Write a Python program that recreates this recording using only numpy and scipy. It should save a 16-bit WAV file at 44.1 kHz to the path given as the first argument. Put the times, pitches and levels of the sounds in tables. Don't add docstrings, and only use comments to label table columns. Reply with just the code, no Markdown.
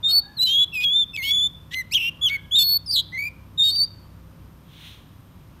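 import sys
import numpy as np
from scipy import signal
from scipy.fft import rfft, irfft, next_fast_len
from scipy.io import wavfile

SR = 44100
rng = np.random.default_rng(int(sys.argv[2]) if len(sys.argv) > 2 else 0)


def inscribe(sig):
    pcm = np.round(np.clip(np.atleast_2d(sig).T, -1, 1) * 32767)
    wavfile.write(sys.argv[1], SR, pcm.astype(np.int16))


N = 246959
TIME = np.arange(N) / SR


def undb(db):
    return 10 ** (np.asarray(db) / 20)


def curve(rows):
    return np.interp(TIME, *np.transpose(rows))


def gain_at(hz, colour):
    freq_hz, gain_db = np.transpose(colour)
    return undb(np.interp(np.log(np.maximum(hz, 1)), np.log(freq_hz), gain_db))


def gate(start, end, edge_s):
    inside_s = np.minimum(TIME - start, end - TIME)
    return np.sin(np.pi / 2 * np.clip(inside_s / edge_s + .5, 0, 1)) ** 2


def wander(hz):
    motion = signal.sosfilt(signal.butter(4, hz, fs=SR, output="sos"), rng.standard_normal(N + SR))[SR:]
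    return motion / motion.std()


def noise(colour):
    size = next_fast_len(N)
    hz = np.arange(size // 2 + 1) * SR / size
    low_cut = np.minimum(hz / colour[0][0], 1) ** 2
    coloured = irfft(rfft(rng.standard_normal(size)) * gain_at(hz, colour) * low_cut, size)[:N]
    return coloured / coloured.std()


# freq_hz, relative_db
RUMBLE_COLOUR = [(15, -41.5), (25, -15), (54, -4), (165, -2.5), (192, -8), (299, -13), (320, -14),
                 (350, -17), (488, -24), (521, -21.5), (794, -25.5), (1010, -20.5), (1930, -32),
                 (3000, -33), (5000, -40.5), (6500, -70), (11000, -120)]
# pitch_hz, relative_db
ENGINE_TONES = [(65, -55.5), (98, -54.5), (164, -61), (530, -73)]
# time_s, gain_db
ENGINE_SWELL = [(0, 4), (.8, -16.5), (1.2, 3), (4.3, 6), (4.7, 0.5), (5.6, -3.5)]


def distant_traffic(rumble_db=-47.94, sway_db=.5, speed_drift=.0069, engine_db=-1):
    engine_time = np.cumsum(1 + speed_drift * wander(4)) / SR
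    engine = sum(undb(db + 1.4 * wander(4.5)) * np.sqrt(2) * np.sin(2 * np.pi * hz * engine_time)
                 for hz, db in ENGINE_TONES)
    rumble = noise(RUMBLE_COLOUR) * undb(rumble_db - sway_db * wander(2.7))
    return rumble + engine * undb(engine_db + curve(ENGINE_SWELL))


# freq_hz, relative_db
HISS_COLOUR = [(4000, -23.5), (5000, 3.5), (6500, 1), (7500, -1), (8600, -1), (9500, 6), (10500, -7.5),
               (11500, -0.5), (13000, 9), (14500, -2), (15700, -12)]


def hiss(level_db=-67):
    return noise(HISS_COLOUR) * undb(level_db)


def whistle(start, end, first_hz, middle_hz, last_hz, db, attack_s, release_s, swell_db):
    on = np.flatnonzero((TIME > start) & (TIME < end))
    since, left = TIME[on] - start, end - TIME[on]
    along = since / (end - start)
    arc_hz = np.polyval(np.polyfit([0, .5, 1], [first_hz, middle_hz, last_hz], 2), along)
    scoop_hz = 147.5 * np.exp(-since / .004)
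    sag_hz = 173 * np.exp(-left / .0045)
    rise = np.sin(np.pi / 2 * np.minimum(since / attack_s, 1))
    fall = np.sin(np.pi / 2 * np.minimum(left / release_s, 1))
    return on, arc_hz - scoop_hz - sag_hz, rise * fall * undb(db + swell_db * (along - .5))


# start_s, end_s, start_hz, middle_hz, end_hz, level_db, attack_s, release_s, swell_db,
# overtones_db (before throat and beak), slope_db_per_harmonic
LOW_NOTES = [ (.028, .124, 3640, 3682, 3770, -18, 0.048, 0.017, -4, -11, -2),
             (.415, .438, 2670, 2920, 3010, -26.5, 0.046, 0.013, 11.5, 5, -7.5),
             (.458, .649, 2997, 3285, 3440, -18, 0.034, 0.023, 8.5, -9.5, -2.5),
             (.721, .848, 2817, 2474, 2584, -25, 0.056, 0.013, -2, -5.5, 0.5),
             (1.133, 1.168, 2800, 2600, 2655, -29.5, 0.025, 0.0036, -3.5, 1.5, -3.5),
             (1.172, 1.228, 2400, 2142, 2120, -29, .006, .014, -2.5, -5, 0.5),
             (1.216, 1.324, 2170, 2205, 2257, -30, 0.019, 0.029, -1, 2.5, 0),
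             (1.706, 1.825, 1826, 2060, 1961, -26, 0.085, 0.042, 8, -3, 0.5),
             (1.909, 1.951, 1957, 2667, 2900, -27, 0.03, .0055, 11.5, 12, -1.5),
             (1.942, 1.986, 3340, 3157, 2506, -14.5, .015, .029, -2.5, -4.5, -6),
             (1.976, 2.098, 2879, 2722, 2887, -24.5, 0.0087, 0.0041, 4, -8.5, 1),
             (2.21, 2.294, 3297, 3392, 2706, -16.5, 0.03, .049, 12, -2.5, -2),
             (2.292, 2.372, 2160, 2241, 2154, -25.5, 0.016, 0.013, 1.5, -11, -0.5),
             (2.509, 2.587, 3115, 3577, 3797, -15.5, 0.048, 0.0043, 4.5, -3, -1.5),
             (2.583, 2.636, 3660, 3500, 3665, -17, 0.004, 0.0089, -4.5, 1.5, -1),
             (3.12, 3.18, 1940, 2082, 1983, -29, 0.037, .012, 1.5, -9, -3),
             (3.172, 3.291, 2204, 2294, 2453, -27.5, 0.013, .012, -2.5, -5.5, -1.5),
             (3.575, 3.718, 3704, 3703, 3754, -16, 0.04, 0.04, -3.5, -6.5, -0.5)]
HIGH_NOTES = [ (.078, .204, 4188, 4428, 4453, -17.5, 0.063, .028, 11.5, 1.5, -1.5),
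              (.366, .39, 4230, 4200, 3940, -31, .014, 0.0084, 5, -2.5, 0),
              (.382, .485, 3760, 4040, 3880, -14.5, .08, 0.049, -7.5, -2.5, 1.5),
              (.468, .57, 3900, 3670, 3610, -28.5, .015, 0.0128, -2.5, -7.5, -12),
              (.583, .648, 3780, 3820, 3960, -38, .01, .008, 8, -1.5, -7),
              (.828, .928, 3485, 3293, 3550, -20, .033, .027, -7, -16, 0),
              (.909, 1.046, 3306, 3587, 3430, -17, .035, 0.03, -1.5, -10.5, -1),
              (1.224, 1.325, 2695, 3240, 3420, -26.5, .014, .0033, 10, -24, -10),
              (1.306, 1.479, 3444, 3442, 3575, -19, .033, 0.015, -1, -0.5, -3.5),
              (2.585, 2.779, 4370, 4391, 4476, -20.5, .004, 0.011, 3, 1.5, 7.5),
              (2.859, 2.916, 5420, 4800, 4700, -30, 0.0047, .008, 20, 10.5, -13),
              (2.908, 2.97, 4890, 4580, 3534, -21.5, .01, 0.0078, 8.5, 6.5, -2),
              (2.964, 3.016, 3710, 3625, 3630, -18, .016, 0.024, -3.5, -1, -1),
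              (3.625, 3.712, 4640, 4420, 4333, -30.5, 0.025, 0.0099, 13, 5, -22),
              (3.704, 3.857, 4536, 4563, 4706, -20.5, 0.0095, 0.045, 13, 4, -7.5)]
# start_s, end_s, rate_hz, depth_hz, dip_fraction
FLUTTERS = [(1.345, 1.485, 25, 47.7, 0.1), (1.974, 2.022, 88, 149.2, 0.1), (2.019, 2.078, 360, 139.4, 0.27),
            (2.511, 2.592, 25.8, 82.4, 0.08), (2.912, 2.954, 210, 265, 0.05), (2.958, 3.02, 146, 416, 0.29),
            (3.174, 3.286, 64, 45.1, 0.3), (3.557, 3.712, 12.1, 55.8, 0), (3.737, 3.862, 10, 127.5, 0.02)]
# start_s, end_s, roughness_fraction, scratch_db, sizzle_db (both relative to the whistle)
RASPS = [(0.126, .131, 0.21, -17, -26.5), (.46, .65, 0.07, -34.5, -39), (0.738, .778, 0, -16, -27),
         (0.805, 0.851, 0.04, -11.5, -24.5), (1.164, 1.174, 0.25, 4.5, -15),
         (1.222, 1.311, 0.03, -14, -15.5), (1.705, 1.747, 0.25, 2, -30), (1.935, 1.951, 0.12, -4, -34),
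         (1.947, 2.105, 0.2, -25.5, -24), (2.288, 2.3, .1, 5, -20.5), (2.29, 2.369, 0.08, -29, -25),
         (2.556, 2.577, 0.2, -24, -35), (2.909, 3.005, 0.16, -33.5, -45), (3.181, 3.294, 0, -39.5, -20),
         (3.753, 3.763, 0.04, -22.5, -21)]


def syrinx_side(notes, tremble_hz=12, tremble_db=.94, shimmer_db=1, rasp_rate_hz=406):
    amplitude, hz, bright, slope = np.zeros((4, N))
    for *shape, overtones_db, slope_db in notes:
        on, pitch, breath = whistle(*shape)
        amplitude[on] += breath
        hz[on] += breath * pitch
        bright[on] += breath * undb(overtones_db)
        slope[on] += breath * slope_db
    hz, bright, slope = np.array([hz, bright, slope]) / np.maximum(amplitude, 1e-12)
    uneven = .4 * wander(60)
    for start, end, rate_hz, depth_hz, dip in FLUTTERS:
        swing = gate(start, end, .014) * np.sin(2 * np.pi * rate_hz * (TIME - start) + uneven)
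        hz += depth_hz * swing
        amplitude *= 1 + dip * swing
    rough = sum(roughness * gate(start, end, .008) for start, end, roughness, _, _ in RASPS)
    phase = 2 * np.pi * np.cumsum(hz + tremble_hz * wander(250)) / SR + rough * wander(rasp_rate_hz)
    amplitude *= undb(tremble_db * wander(120)) * (1 + .7 * rough * wander(rasp_rate_hz))
    return hz, phase, amplitude, bright * undb(shimmer_db * wander(70)), slope


# freq_hz, gain_db
BEAK_COLOUR = [(2000, -28), (4200, -12), (5500, -15), (6800, -21.5), (7700, -19), (8300, -29),
               (9000, -26.5), (9900, -26.5), (11000, -25.5), (12500, -20), (13300, -16.5), (13750, -28.5),
               (15200, -34)]


def song(low, high, sum_db=5, difference_db=-2, mixing_slope_db=-2.5, balance_power=.65):
    on = (low[2] != 0) | (high[2] != 0)
    low_hz, low_phase, low_amp, low_bright, low_slope = np.array(low)[:, on]
    high_hz, high_phase, high_amp, high_bright, high_slope = np.array(high)[:, on]
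    tone = low_amp * np.sin(low_phase) + high_amp * np.sin(high_phase)
    flow = np.hypot(low_amp, high_amp)
    for m, n in [(m, n) for m in range(-2, 8) for n in range(-2, 5) if m + n > 0]:
        order = abs(m) + abs(n)
        if order < 2 or (m * n != 0 and order > 6):
            continue
        if n == 0:
            amplitude = low_amp * low_bright * undb(low_slope * (order - 2))
        elif m == 0:
            amplitude = high_amp * high_bright * undb(high_slope * (order - 2))
        else:
            balance = (abs(low_amp / flow) ** abs(m) * abs(high_amp / flow) ** abs(n)) ** balance_power
            if m * n > 0:
                strength = np.sqrt(low_bright * high_bright) * undb(sum_db)
            else:
                strength = undb(-min(m, n) * difference_db)
            amplitude = flow * balance * strength * undb(mixing_slope_db * (order - 3))
        hz = m * low_hz + n * high_hz
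        colour = gain_at(hz, BEAK_COLOUR) * ((hz > 0) & (hz < SR / 2))
        tone += amplitude * colour * np.sin(m * low_phase + n * high_phase)
    out = np.zeros(N)
    out[on] = np.sqrt(2) * tone
    return out


def throat(voice, cutoff_hz=1650):
    return signal.sosfilt(signal.butter(5, cutoff_hz, "high", fs=SR, output="sos"), voice)


def cage_echo(bird, floor_lag_s=.0036, floor_db=-22, bars_db=-27, bars_t60_s=.06):
    t = TIME[:SR // 20]
    bars = rng.standard_normal(len(t)) * undb(-60 * t / bars_t60_s)
    blur = signal.fftconvolve(bird, bars / np.sqrt(np.sum(bars ** 2)))[:N]
    return undb(floor_db) * np.interp(TIME - floor_lag_s, TIME, bird) + undb(bars_db) * blur


def garden_echo(sound, t60_s=.51, treble_t60_s=.33, treble_gain=.15, delay_s=.0073):
    t = TIME[:SR]
    scatter = rng.standard_normal((2, SR)) * np.clip(t / delay_s - 1, 0, 1)
    dull = signal.sosfilt(signal.butter(4, 5000, fs=SR, output="sos"), scatter[0])
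    tail = dull * undb(-60 * t / t60_s) + treble_gain * scatter[1] * undb(-60 * t / treble_t60_s)
    return signal.fftconvolve(sound, tail / np.sqrt(np.sum(tail ** 2)))[:N]


# start_s, end_s, start_hz, end_hz, relative_db
FAR_CALLS = [(0.066, 0.159, 1308, 1430, -50.5), (0.096, 0.215, 764, 794, -52),
             (0.233, 0.316, 1643, 1723, -50), (0.26, 0.33, 822, 845, -55),
             (2.181, 2.266, 1100, 1330, -54.5), (2.283, 2.362, 1435, 1580, -51.5),
             (2.31, 2.403, 1660, 1672, -51.5)]


def far_bird(direct_db=-5, echo_db=-11, waver_hz=22):
    calls = np.zeros(N)
    for start, end, first_hz, last_hz, db in FAR_CALLS:
        hz = np.interp(TIME, [start, end], [first_hz, last_hz]) + waver_hz * wander(120)
        calls += undb(db) * gate(start, end, .011) * np.sqrt(2) * np.sin(2 * np.pi * np.cumsum(hz) / SR)
    return undb(direct_db) * calls + undb(echo_db) * garden_echo(calls)


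# freq_hz, relative_db
SCRATCH_COLOUR = [(2100, -26), (2800, 3.5), (3600, 7.5), (4400, -12), (5500, -13.5), (7200, -16.5),
                  (9000, -29), (15800, -42)]
SIZZLE_COLOUR = [(8500, -22.5), (11500, -4), (14500, -1.5), (15800, -7.5)]


def sputter(low_amp, high_amp, clash_scratch_db=-24, clash_sizzle_db=-33, grain_db=3, grain_hz=400):
    grains = undb(grain_db * wander(grain_hz))
    grains /= np.sqrt(np.mean(grains ** 2))
    flow = np.hypot(low_amp, high_amp)
    clash = np.sqrt(abs(low_amp * high_amp))
    scratch, sizzle = clash * undb(clash_scratch_db), clash * undb(clash_sizzle_db)
    for start, end, _, scratch_db, sizzle_db in RASPS:
        rasp = flow * gate(start, end, .008)
        scratch += rasp * undb(scratch_db)
        sizzle += rasp * undb(sizzle_db)
    return grains * (scratch * noise(SCRATCH_COLOUR) + sizzle * noise(SIZZLE_COLOUR))


# time_s, level_db
SWISH_LEVEL = [(4.55, -88.5), (4.72, -55.5), (4.81, -48), (4.87, -44.5), (4.94, -49.5), (5.03, -61),
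               (5.2, -72)]
# freq_hz, relative_db
SWISH_COLOUR = [(800, -17.5), (1800, -9), (2600, -4.5), (3400, 1.5), (4000, -3), (4700, -18), (6200, -16),
                (7800, -26), (9300, -16.5), (11000, -30.5), (13400, -19), (15500, -24)]


def swish():
    return noise(SWISH_COLOUR) * undb(curve(SWISH_LEVEL))


def scene(echo_db=-27):
    low, high = syrinx_side(LOW_NOTES), syrinx_side(HIGH_NOTES)
    bird = throat(song(low, high) + sputter(low_amp=low[2], high_amp=high[2]))
    echoes = cage_echo(bird) + undb(echo_db) * garden_echo(bird)
    behind = far_bird() + swish() + distant_traffic() + hiss()
    return (bird + echoes + behind)[None]


def record(dry, top_hz=15600):
    return signal.sosfilt(signal.ellip(10, .1, 80, top_hz, fs=SR, output="sos"), dry)


dry = scene()
out = record(dry)
inscribe(out)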